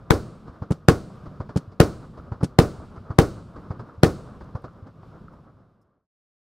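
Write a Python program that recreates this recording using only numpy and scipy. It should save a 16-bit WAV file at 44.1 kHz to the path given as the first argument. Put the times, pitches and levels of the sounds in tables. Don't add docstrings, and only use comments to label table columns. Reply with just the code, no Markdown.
import sys
import numpy as np
from scipy import signal
from scipy.io import wavfile
from scipy.ndimage import map_coordinates

SR = 44100
rng = np.random.default_rng(int(sys.argv[2]) if len(sys.argv) > 2 else 0)


def unload_audio(sound):
    columns = np.transpose(np.atleast_2d(sound))
    steps = np.round(np.clip(columns, -1, 1) * 32767)
    wavfile.write(sys.argv[1], SR, steps.astype(np.int16))


def ratio(d):
    e = np.asarray(d, float) / 20
    return 10 ** e


N = 289737

# start in seconds, peak in dB, lag of the right port in ms,
# gain of the right port during the shock in dB, tail in dB.
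BURSTS = [
    (0.1038, -2.6, 0.47, -28, 4.45),
    (0.8826, .1, 0.24, -2, 1.8),
    (1.7998, 0.9, 0.21, -3.5, 1.7),
    (2.586, -0.36, 0.34, -1.2, 3.26),
    (3.185, -0.4, .4, -3.5, 3.3),
    (4.031, -1.8, 0.43, -3.5, 3.8),
]
# start in seconds, peak in dB, spit of gas in dB.
LIFTS = [
    (0.706, -13, -4.5),
    (1.559, -13, -1.5),
    (2.429, -12.5, -2),
]
# delay in ms, size, swing in Hz, T60 in ms.
BURST_PATHS = [(0, -.45, 260, 26), (3, 5, 166, 13), (4, -.4, 55, 70), (7.6, -1.2, 185, 22),
               (9.8, .35, 420, 30), (11.8, .65, 260, 17), (16.2, .2, 330, 20), (27.4, .2, 230, 50)]
# delay in ms, size, swing in Hz, T60 in ms.
LIFT_PATHS = [(0, .24, 200, 20), (1.5, -.1, 75, 50), (3.9, -.42, 190, 18), (6.9, .5, 165, 19),
              (15.5, -.2, 260, 26), (21.5, .05, 150, 90)]
# delay in seconds, strength in dB.
ROLL = [(.05, -13), (.18, 0.5), (.45, -1.9), (.7, -4), (.95, -8), (1.02, 3), (1.3, -0.5), (1.7, -5.5),
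        (2.7, -13)]
# frequency in Hz, density in dB per Hz.
RUMBLE = [(15, -33), (25, -11), (59, -5), (87, -1.5), (135, 11), (260, -21), (340, -38), (570, -120)]
BODY = [(150, -29), (260, 2.5), (382, -5.5), (443, -1.5), (657, -5), (876, -11), (1190, -4.5),
        (1550, -14.5), (1800, -23.5), (2300, -33.5), (3000, -84)]
HISS = [(1240, -32), (2100, -4.5), (3580, -5.5), (5400, -9), (6000, -15), (14500, -27), (15300, -53)]
# frequency in Hz, density in dB per Hz.
CRACK = [(410, -35.5), (700, 6.5), (1960, -13.5), (3380, -26.5), (3700, -13), (5360, -25), (7660, -22),
         (14600, -30), (16500, -44.5)]
SCATTER = [(24, -30.5), (40, -6.5), (141, 6.5), (547, -4), (882, -17), (1390, -13), (1700, -27.5),
           (3260, -33), (4400, -27), (6590, -33), (8910, -38), (12000, -44.5), (15700, -47), (16000, -79)]
# frequency in Hz, density in dB per Hz.
SPIT = [(290, -33), (500, -10), (1520, -12.5), (2040, -18.5), (5430, -16.5), (10300, -24), (14900, -47),
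        (16500, -53)]
# frequency in Hz, T60 in seconds.
NEAR_T60 = [(60, 0.39), (160, 0.075), (420, 0.21), (800, 0.18), (1300, 0.2), (3000, 0.14), (8000, 0.18),
            (12000, 0.21), (16000, .13)]
FAR_T60 = [(60, 1), (300, 0.64), (1100, 0.42), (3000, 0.59), (6000, 0.52), (9000, 0.74), (12000, 0.31),
           (16000, .4)]
# frequency in Hz, level in dB.
FAR_DB = [(60, -20.5), (300, -21), (1100, -17), (4000, -16), (10000, -17), (16000, -8.5)]
# frequency in Hz, level in dB.
SIDE_DB = [(60, -30.5), (300, -12.5), (700, -24), (1200, -39.5), (3000, -28.5), (8000, -35)]
FADE = (5.28, 6.073)
# frequency in Hz, density in dB per Hz.
GLINT = [(1240, -35.5), (2100, 0), (2360, -8.5), (3760, -7), (4910, -3), (5890, -12), (10000, -25.5),
         (13000, -59), (22000, -120)]
# start in seconds, peak in dB, lowest frequency in Hz, length in seconds.
TICKS = [
    (4.443, -69, 5950, 0.0035),
    (4.571, -78, 9000, .004),
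    (4.62, -74, 8500, .004),
    (4.731, -78, 6500, 0.0038),
    (5.324, -81, 5000, 0.026),
    (5.813, -73, 5000, 0.019),
]
# frequency in Hz, density in dB per Hz.
SELF_NOISE = [(200, -4), (14800, -2.5), (15200, -42)]
# frequency in Hz, density in dB per Hz.
RATTLE = [(410, -28.5), (700, 0.5), (898, -3), (1480, -3.5), (1970, -13), (3890, -18.5), (7590, -25),
          (8760, -26.5), (16000, -38.5)]
# extra delay in ms, echo in dB, boom in dB, roll in dB.
SHELL_PLACES = [
    (-0.5, -2.5, 1.5, -0.3),
    (2.5, -0.7, -0.6, 0.94),
    (2, -1.4, 2.3, -1),
    (1, -1.4, 1.9, 0.46),
    (3, -0.9, 1.2, -1),
    (3, -0.9, 1, -0.1),
]
# start in seconds, roll in dB.
EARLIER = [
    (-1.9, 6.54),
    (-1.55, 3.6),
]
# delay after a burst in seconds, slap peak in dB, boom, hiss and edge in dB.
WALLS = [
    (.370, -26.5, -23, -33, -28),
    (.515, -21.5, -1.5, -35, -6.5),
    (.604, -23, -12.5, -33.5, -6.5),
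    (.830, -42, -3.5, -21, -9),
    (.994, -40, -3, -31, 4),
    (1.298, -40.5, -7.5, -34.5, 1),
    (1.349, -42, -12.5, -32.5, -9),
]
# delay after a burst in seconds, peak in dB, pitch in Hz, T60 in seconds.
OBJECTS = [
    (.388, -23, 72.5, 0.053),
    (.616, -30, 119, .065),
    (.791, -25.5, 99.1, .075),
    (1.083, -36, 1370, 0.017),
    (2.0945, -22.5, 1305, 0.012),
]
# level in dB, loss in the air in dB per second, lumps in dB,
# share of the swings followed.
ROLL_LAYERS = [
    (-45, 2.25, 2, .9),
    (-52.5, 1, 2.43, 1),
    (-70.5, 4, 0.7, 0.78),
]
# delay in ms, size, swing in Hz, T60 in ms.
EDGE = [(4.2, -0.92, 982, 16), (5.6, 0.8, 621, 16)]


def along(points, hz):
    f, v = np.transpose(points)
    return np.interp(np.log(hz + 1), np.log(f + 1), v)


def ramp(t, start, length):
    return np.clip((t - start) / length, 0, 1)


def coloured(spectrum, size, decay=lambda hz, t: 0 * t, wide_db=0):
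    hz, t, z = signal.stft(rng.standard_normal((2, size + 1024)), SR, nperseg=512)
    gain = ratio(along(spectrum, hz))[:, None]
    z = z * gain / np.sqrt(np.mean(gain ** 2))
    z = z * ratio(decay(hz[:, None], t))
    z[1] *= np.minimum(ratio(along(SIDE_DB, hz) + wide_db), 1)[:, None]
    mid, side = signal.istft(z, SR, nperseg=512)[1][:, :size]
    return np.array([mid + side, mid - side])


def swings(paths, t, lead, front_ms, blur=0):
    wave = 0 * t
    for delay_ms, size, hz, t60_ms in paths:
        rise_ms = front_ms + blur * max(delay_ms - 3, 0)
        since = np.maximum(t - delay_ms / 1000, 0)
        front = 1 - np.exp(-since * 1000 / rise_ms)
        swing = np.cos(2 * np.pi * hz * since + lead)
        wave = wave + size * front * swing * ratio(-60000 * since / t60_ms)
    return wave


def add(out, s, sound):
    start = round(s * SR)
    out[:, start:start + sound.shape[1]] += sound[:, :out.shape[1] - start]


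def returns(reflectors):
    arrivals = []
    for burst, (late_ms, echo_db, boom_db, _) in zip(BURSTS, SHELL_PLACES):
        for delay, *rest in reflectors:
            if burst[0] + delay < N / SR:
                arrivals.append((burst[0] + late_ms / 1000 + delay, echo_db, boom_db, rest))
    return arrivals


def roll():
    shots = np.array(EARLIER + [(burst[0], place[3]) for burst, place in zip(BURSTS, SHELL_PLACES)])
    t = np.arange(N) / SR
    coarse_t = np.arange(0, N / SR, .001)
    age = coarse_t - shots[:, :1]
    strength_db = np.interp(age, *np.transpose(ROLL))
    out = ratio(-94.5) * coloured(SELF_NOISE, N, wide_db=23.0)
    for (level_db, loss_db, lumps_db, swing), spectrum in zip(ROLL_LAYERS, [RUMBLE, BODY, HISS]):
        lumps = map_coordinates(rng.standard_normal(200), [t * 25])
        shot_db = swing * strength_db + shots[:, 1:] - loss_db * age
        power = (ratio(2 * shot_db) * (age > 0)).sum(axis=0)
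        envelope = np.interp(t, coarse_t, np.sqrt(power))
        out += envelope * ratio(level_db + lumps_db * lumps) * coloured(spectrum, N)
    return out


def ticks():
    out, t = np.zeros((2, N)), np.arange(SR // 20) / SR
    for s, db, low_hz, length in TICKS:
        bright = [(low_hz * 0.82, -40), (low_hz, 0), (low_hz * 1.3, -12), (15500, -16), (16000, -60)]
        puff = ramp(t, 0, 0.0011) / (1 + (t / length) ** 6)
        add(out, s, ratio(db) * coloured(bright, len(t)) * puff)
    return out


def knocks():
    out, t = np.zeros((2, N)), np.arange(SR // 10) / SR
    for s, echo_db, _, (db, hz, t60) in returns(OBJECTS):
        envelope = ratio(db + echo_db - 60 * t / t60) * (1 - np.exp(-t / .003))
        add(out, s, envelope * np.sin(2 * np.pi * hz * t) * np.ones((2, 1)))
    return out


def echoes():
    out, t = np.zeros((2, N)), np.arange(SR // 7) / SR
    for s, echo_db, low_db, (db, boom_db, hiss_db, edge_db) in returns(WALLS):
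        boom = swings([(0, -.7, 120, 30), (3.2, 1.1, 95, 45)], t, lead=-1.1, front_ms=.9)
        boom = ratio(boom_db + low_db + 5) * boom
        edge = ratio(edge_db) * swings(EDGE, t, lead=-0.71, front_ms=0.31)
        smear = ramp(t, .001, 0.0079) * (ratio(-60 * t / 0.017) + ratio(-3.5 - 60 * t / 0.12))
        slap = ratio(-5.0) * coloured(BODY, len(t)) * smear
        puff = (1 - np.exp(-t / 0.0014)) / (1 + (t / 0.024) ** 4)
        hiss = ratio(hiss_db - 5.5) * coloured(GLINT, len(t), wide_db=13.5) * puff
        add(out, s, ratio(db + echo_db) * (boom + edge + slap + hiss))
    return out


def lifts():
    out, t = np.zeros((2, N)), np.arange(SR // 4) / SR
    port_t = np.array([t, t - .00008])
    for s, db, spit_db in LIFTS:
        thump = swings(LIFT_PATHS, port_t, lead=-.8, front_ms=.4)
        jet = ratio(-49) * ramp(t, .002, 0.003) / (1 + (t / 0.023) ** 6)
        first_spit = ratio(-30 - 60 * (t - .004) / 0.0025) * (t > .004)
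        second_spit = ratio(-35 - 60 * (t - .013) / 0.042) * ramp(t, .0115, 0.0032)
        breath = ratio(-56 - 60 * t / 0.11) * ramp(t, 0, 0.0045) ** 2
        gas = (jet + first_spit + second_spit + breath) * coloured(SPIT, len(t), wide_db=20.0)
        after = ratio(-35.0 - 60 * t / 0.23) * ramp(t, 0, 0.012) * coloured(SCATTER, len(t))
        add(out, s, ratio(db + 14) * (thump + ratio(spit_db) * gas + after))
    return out


def tail_decay(hz, s):
    near = ratio(-120 * s / along(NEAR_T60, hz))
    far = ratio(2 * along(FAR_DB, hz) - 120 * s / along(FAR_T60, hz))
    return 10 * np.log10(near + far)


def bursts():
    size = 3 * SR // 4
    out, t = np.zeros((2, N)), np.arange(size) / SR
    right_only = np.array([[0], [1]])
    ground = coloured(SCATTER, size, tail_decay)
    swell = np.sin(np.pi * ramp(t, .011, .017) ** 1.6)
    flutter = .3 * swell * np.cos(2 * np.pi * 435 * (t - .0251))
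    shock = 1 - ramp(t, .0149, 0.0011)
    drop = np.exp(-((t - .0045) / .0015) ** 2)
    bite = ratio(-26.5 - 60 * t / 0.01) + ratio(-3.5 - 60 * np.abs(t - .004) / 0.0067)
    rattle = ratio(-19.5) * ramp(t, .006, 0.0045) / (1 + (t / 0.021) ** 5)
    snap = -.8 * (t > .0043) * np.exp(-np.abs(t - .0043) / 0.001) * right_only
    for s, db, lag_ms, right_db, tail_db in BURSTS:
        port_t = np.array([t, t - drop * lag_ms / 1000])
        blast = swings(BURST_PATHS, port_t, lead=.65, front_ms=.05, blur=.03)
        scatter = .9 * ground + .45 * coloured(SCATTER, size, tail_decay)
        tail = ratio(tail_db - 9) * scatter * ramp(t, .019, .013)
        crack = coloured(CRACK, size, wide_db=36.5) * bite
        crack += coloured(RATTLE, size, wide_db=22.5) * rattle
        loaded = (blast + flutter + tail) * ratio(shock * right_only * right_db)
        add(out, s, ratio(db) * (loaded + crack + snap))
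    return out


def scene():
    return roll() + ticks() + knocks() + echoes() + lifts() + bursts()


def top_cut(x):
    return signal.sosfilt(signal.butter(12, 16790, fs=SR, output="sos"), x)


def record(dry):
    bass_cut = signal.sosfilt(signal.butter(1, 22, "high", fs=SR, output="sos"), dry)
    clipped = .985 * bass_cut / (1 + np.abs(bass_cut) ** 12) ** (1 / 12)
    limited = signal.sosfiltfilt(signal.butter(18, 16300, fs=SR, output="sos"), clipped)
    fade = 1 - ramp(np.arange(N) / SR, FADE[0], FADE[1] - FADE[0])
    return top_cut(limited * fade)


dry = scene()
out = record(dry)
unload_audio(out)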